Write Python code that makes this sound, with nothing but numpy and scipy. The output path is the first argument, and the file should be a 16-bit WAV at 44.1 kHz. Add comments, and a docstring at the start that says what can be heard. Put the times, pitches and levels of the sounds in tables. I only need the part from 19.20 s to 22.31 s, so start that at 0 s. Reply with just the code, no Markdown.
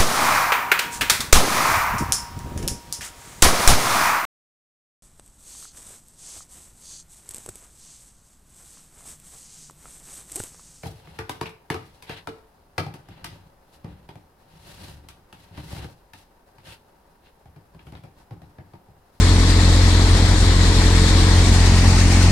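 """Open field, a phone's stereo microphones close to a threshing machine driven by a tractor engine.
From the start, side-on: blower blades throb over the engine's drone, air and chaff rush through the
sheet-metal housing and the sieve shakes out a puff of hiss at each stroke. Rubbing metal squeaks now
and then, most often around 2 s. From 2.1 s the phone turns to face the machine and the tone shifts."""
import sys
import numpy as np
from scipy import signal
from scipy.io import wavfile
from scipy.ndimage import uniform_filter1d

SR = 44100
rng = np.random.default_rng(int(sys.argv[2]) if len(sys.argv) > 2 else 0)


def to_wav(sig):
    """Store sig (one row per channel, or 1-D mono) as 16-bit WAV at the path in sys.argv[1].

    Samples outside -1..1 are clipped; the rate is SR.
    """
    pcm = np.clip(np.atleast_2d(sig), -1, 1) * 32767
    pcm = np.round(pcm).astype(np.int16)
    wavfile.write(sys.argv[1], SR, pcm.T)  # frames by channels


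N = 137151

# blower speed: (time [s], blade passes [1/s])
BLADE_RATE = [(0, 44.1), (.5, 44.0), (1.1, 43.93), (1.4, 44.05), (2.0, 44.1), (2.3, 44.25), (3.11, 44.42)]
# tones at the left microphone: (multiple of the rate, side-on rms level [dB], change when facing [dB])
BLADE_TONES = [(1, -16, 0.1), (2, -15.5, 1.5), (3, -32, 3.5), (4, -29.5, 2.5), (5, -33.5, 4.5), (6, -33, 2),
               (7, -32.5, -0.5), (8, -44, -2), (9, -41.5, 0), (10, -37, -5), (11, -48.5, 3),
               (12, -45.5, -10), (13, -57, 15)]  # on the blade rate
ENGINE_TONES = [(1, -37.5, 1), (2, -28, -2), (3, -35, 0), (4, -33.5, 0), (5, -39, 0), (6, -43, 0)]  # on the crank rate
SHAFT_AND_HALF_ORDER = [(.787, -36, -4), (1.5, -39, 0)]  # on the blade rate
# colour of the rush at each microphone, before RUSH_TRIM_DB: (frequency [Hz], density [dB/Hz])
RUSH_LEFT_SIDE_ON = [(20, -58), (32, -45), (62, -46), (100, -40.5), (121, -51), (150, -49.5), (220, -48.5),
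                     (290, -53), (360, -53), (500, -57.5), (700, -61), (1000, -56.5), (1400, -62),
                     (1900, -57.5), (2400, -63), (2850, -70), (3350, -60), (3900, -57), (4400, -57.5),
                     (4800, -60.5), (5400, -62.5), (6300, -67.5), (7200, -62), (7800, -69.5), (8600, -71.5),
                     (9300, -78), (10500, -87), (12500, -85), (15500, -95)]
RUSH_LEFT_FACING = [(500, -68.5), (700, -56), (1000, -59), (1400, -62.5), (1900, -59), (2400, -59.6),
                    (2850, -61.5), (3350, -68), (3900, -63.5), (4400, -61), (4800, -61.5), (5400, -63),
                    (6300, -63.5), (7200, -65), (7800, -74), (8600, -71), (9300, -82), (10500, -83),
                    (12500, -89), (15500, -93)]
RUSH_RIGHT = [(500, -59.5), (700, -61), (1000, -61), (1400, -66), (1900, -63), (2850, -66.5), (3900, -65),
              (6300, -69), (7200, -73), (7800, -65.5), (8600, -67.5), (9300, -70), (10500, -79),
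              (12500, -89), (15500, -91)]
# how alike the rush is at the two microphones: (frequency [Hz], coherence [0-1])
COHERENCE = [(60, .998), (130, .985), (300, .975), (600, .91), (900, .83), (1200, .7), (1500, .42),
             (2300, .15), (4000, .05), (15000, 0)]
# the phone's turn from side-on to facing the machine: (time [s], turn [0-1])
PHONE_TURN = [(0, 0), (2.1, 0), (2.45, 0.6), (2.6, 0.78), (3.11, 0.98)]
# swells of the rush about MID_REST_DB and TREBLE_REST_DB: (time [s], mids [dB], treble [dB])
RUSH_SWELLS = [(0.0, -31, -34), (0.02, -28.5, -32.5), (0.42, -28, -34), (0.52, -28.5, -33),
               (1.14, -28, -33.5), (1.21, -29, -30.5), (1.28, -28, -34), (1.93, -27.5, -32),
               (2.18, -27.5, -32), (2.91, -28, -31.5), (3.05, -27, -31.5), (3.11, -27.5, -34.5)]
# sieve strokes: (time [s], treble rise [dB])
SIEVE_STROKES = [(.08, 0), (.31, 4), (.54, 2), (.76, 1.5), (.98, 2), (1.21, 0.5), (1.44, 3), (1.66, 2),
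                 (1.89, 2.5), (2.12, 0), (2.35, 3), (2.58, 3), (2.8, 3), (3.03, 3.5)]
# squeaks at the left microphone: (time [s], level [dB], pitch [Hz], length [s])
METAL_SQUEAKS = [(.31, -33, 3950, .04), (.75, -34, 4050, .03), (1.425, -32, 4050, .03),
                 (1.835, -33, 4300, .03), (1.92, -33, 3870, .08), (1.975, -30, 3880, .03),
                 (2.0, -29, 4000, .035), (2.02, -33, 4400, .035), (2.04, -34, 4000, .05),
                 (2.45, -29.5, 3950, .04)]

BLADE_WAVER_DB, ENGINE_WAVER_DB, WAVER_RAD = .2, .4, .045  # per multiple
CRANK_PER_PASS = .6239  # crank turns per blade pass
HUM_RIGHT_DB, HUM_LAG_RAD = -1, .13
RUSH_TRIM_DB, MID_REST_DB, TREBLE_REST_DB = -.5, -29, -33
PATCH_DB, FLICKER_DB = .7, .8
LAG_SIDE_ON_S, LAG_FACING_S, LAG_UP_TO_HZ = 170e-6, 90e-6, 1700  # the rush reaches the right mic later
SHARED_BELOW_HZ = 350  # the bass has one colour at both microphones
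CHAFF_PER_S, CHAFF_SHARE, CHAFF_SPREAD_DB = 2500, .13, 3.5
PINGS_PER_S, PING_T60_S, PING_SHARE = 900, .06, .08
STROKE_S, PUFF_S, BACKSTROKE_SHARE, PUFF_FROM_HZ = .227, .014, .5, 3000
SQUEAK_WIDTH_HZ, SQUEAK_RIGHT_DB, SQUEAK_FUZZ = 40, -8, .35


def blower(passes):
    """Each passing blade pushes out a pulse; harmonics above the fifth fall out of step with it."""
    lead_rad = lambda k: 1.25 * (k == 1) + 2 * np.pi * rng.random() * (k > 5)
    return tones(passes - .06, BLADE_TONES, lead_rad, BLADE_WAVER_DB)


def engine(passes):
    """Firings of the engine belted to the blower, suction first."""
    return tones(CRANK_PER_PASS * passes + .195, ENGINE_TONES, lambda k: np.pi, ENGINE_WAVER_DB)


def shaft_and_half_order(passes):
    """One shaft's low hum and the blower's half-order tone."""
    return tones(passes, SHAFT_AND_HALF_ORDER, lambda k: 0, ENGINE_WAVER_DB)


def rush():
    """Air and chaff hiss through the housing, swelling, flickering and puffing with the sieve."""
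    ticks = np.sqrt(CHAFF_SHARE) * chaff()
    air = np.sqrt(1 - CHAFF_SHARE) * rng.standard_normal((2, N))
    steady = rush_at_microphones(air + ticks + np.sqrt(PING_SHARE) * housing_pings())
    hz, t, spectrum = signal.stft(steady, SR, nperseg=512, noverlap=384)
    patches = rng.standard_normal((len(t), len(hz))).T
    patches = uniform_filter1d(patches, size=8, axis=0)
    patches = unit_spread(uniform_filter1d(patches, size=20, axis=1))
    flicker = unit_spread(uniform_filter1d(rng.standard_normal(len(t)), size=12))
    hz = hz[:, None]
    above_bass = np.clip(hz / 600, 0, 1)
    treble = np.clip((hz - 2500) / 3500, 0, 1)
    puff_band = hz ** 2 / (hz ** 2 + PUFF_FROM_HZ ** 2)
    gain_db = above_bass * (1 - treble) * (curve(RUSH_SWELLS, t) - MID_REST_DB)
    gain_db += treble * (curve(RUSH_SWELLS, t, column=2) - TREBLE_REST_DB)
    gain_db += above_bass * PATCH_DB * patches
    gain_db += puff_band * (sieve_db(t) + FLICKER_DB * flicker)
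    return signal.istft(spectrum * amp(gain_db), SR, nperseg=512, noverlap=384)[1][:, :N]


def chaff():
    """Flying chaff makes dense ticks of uneven strength."""
    ticks = (rng.random((2, N)) < CHAFF_PER_S / SR) * rng.choice([-1., 1.], (2, N))
    strength_db = CHAFF_SPREAD_DB * np.minimum(rng.exponential(1, (2, N)), 5)
    return unit_spread(ticks * amp(strength_db))


def housing_pings(count=60, low_hz=700, high_hz=13000):
    """Stalks strike the housing, each briefly ringing one patch of sheet metal."""
    t, out = np.arange(4096) / SR, np.zeros((2, N))
    for hz in np.linspace(low_hz, high_hz, count) * rng.uniform(.97, 1.03, count):
        blows = (rng.random((2, N)) < PINGS_PER_S / count / SR) * rng.random((2, N))
        ring = amp(-60 * t / PING_T60_S) * np.sin(2 * np.pi * hz * t) * np.minimum(t / .002, 1)
        for side, at in zip(*np.nonzero(blows)):
            part = out[side, at:at + len(t)]
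            part += blows[side, at] * ring[:len(part)]
    return unit_spread(out)


def sieve_db(t):
    """The hiss rises at each sieve stroke, and less on the way back."""
    puff = lambda at: np.exp(-.5 * ((t - at) / PUFF_S) ** 2)
    return sum(db * (puff(at) + BACKSTROKE_SHARE * puff(at + STROKE_S / 2)) for at, db in SIEVE_STROKES)


def squeaks():
    """Rubbing metal gives short fuzzy whistles, mostly on the left."""
    t, out = np.arange(4410) / SR, np.zeros(N)
    pole = np.exp(-np.pi * SQUEAK_WIDTH_HZ / SR)
    for start, db, hz, length in METAL_SQUEAKS:
        noise = rng.standard_normal(len(t))
        fuzz = SQUEAK_FUZZ * unit_spread(signal.lfilter([1 - pole], [1, -pole], noise))
        arch = np.sin(np.pi * np.clip(t / length, 0, 1))
        whistle = np.sqrt(2) * (1 + fuzz) * np.sin(2 * np.pi * hz * t + fuzz)
        out[round(start * SR):][:len(t)] += amp(db) * arch * whistle
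    return out * amp([[0], [SQUEAK_RIGHT_DB]])


def tones(cycles, table, lead_rad, waver_db):
    """Wavering multiples of one rotation, a little later and softer at the right microphone."""
    t, left = np.arange(N) / SR, np.zeros(N, complex)
    coarse_t = t[::200]
    turn = curve(PHONE_TURN, coarse_t)
    for k, db, facing_db in table:
        level = amp(db + facing_db * turn + waver_db * k * drift(coarse_t, top_hz=12))
        wobble = np.exp(1j * WAVER_RAD * k * drift(coarse_t, top_hz=7.3))
        phase = 2 * np.pi * k * cycles + lead_rad(k)
        left += np.interp(t, coarse_t, level * wobble) * np.exp(1j * phase)
    right = amp(HUM_RIGHT_DB) * left * np.exp(-1j * HUM_LAG_RAD)
    return np.sqrt(2) * np.array([left.real, right.real])


def rush_at_microphones(noise):
    """Colours the rush per microphone; the left colour and the right lag follow the phone's turn."""
    hz, t, (left, independent) = signal.stft(noise, SR, nperseg=4096, noverlap=3584)
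    turn = curve(PHONE_TURN, t)
    hz = hz[:, None]
    lag_s = LAG_SIDE_ON_S + (LAG_FACING_S - LAG_SIDE_ON_S) * turn
    delay = np.exp(-2j * np.pi * hz * lag_s / (1 + (hz / LAG_UP_TO_HZ) ** 4))
    alike = at_hz(COHERENCE, hz)
    right = alike * delay * left + np.sqrt(1 - alike ** 2) * independent
    apart = np.clip(2 * (hz / SHARED_BELOW_HZ - 1), 0, 1)
    side_on_db = at_hz(RUSH_LEFT_SIDE_ON, hz)
    left_db = side_on_db + turn * apart * (at_hz(RUSH_LEFT_FACING, hz) - side_on_db)
    right_db = (1 - apart) * (side_on_db + HUM_RIGHT_DB) + apart * at_hz(RUSH_RIGHT, hz)
    pair = np.array([left * amp(left_db), right * amp(right_db)]) * amp(RUSH_TRIM_DB) * np.sqrt(SR / 2)
    return signal.istft(pair, SR, nperseg=4096, noverlap=3584)[1]


def drift(t, top_hz):
    """Slow random wander of unit spread."""
    rates = np.geomspace(.3, top_hz, num=12)
    return unit_spread(sum(np.sin(2 * np.pi * (hz * t + rng.random())) / np.sqrt(hz) for hz in rates))


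def amp(db):
    return 10 ** (np.asarray(db) / 20)


def unit_spread(x):
    return (x - x.mean()) / x.std()


def at_hz(table, hz):
    """Reads a table on a log-frequency axis."""
    table_hz, values = np.transpose(table)
    return np.interp(np.log(hz + 1), np.log(table_hz + 1), values)


def curve(table, t, column=1):
    rows = np.array(table, float)
    return np.interp(t, rows[:, 0], rows[:, column])


def scene():
    """The thresher from close by; all its hums follow the blower's speed."""
    passes = np.cumsum(curve(BLADE_RATE, np.arange(N) / SR)) / SR
    return blower(passes) + engine(passes) + shaft_and_half_order(passes) + rush() + squeaks()


def record(dry, ceiling=1.15, edge_hz=15900):
    """The loudest peaks are softly rounded off, then the top of the treble is cut."""
    soft = dry / (1 + abs(dry / ceiling) ** 4) ** .25
    lowpass = signal.firwin(1023, edge_hz, window=("kaiser", 10), fs=SR)
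    return signal.oaconvolve(soft, lowpass[None], "same")


dry = scene()
out = record(dry)
to_wav(out)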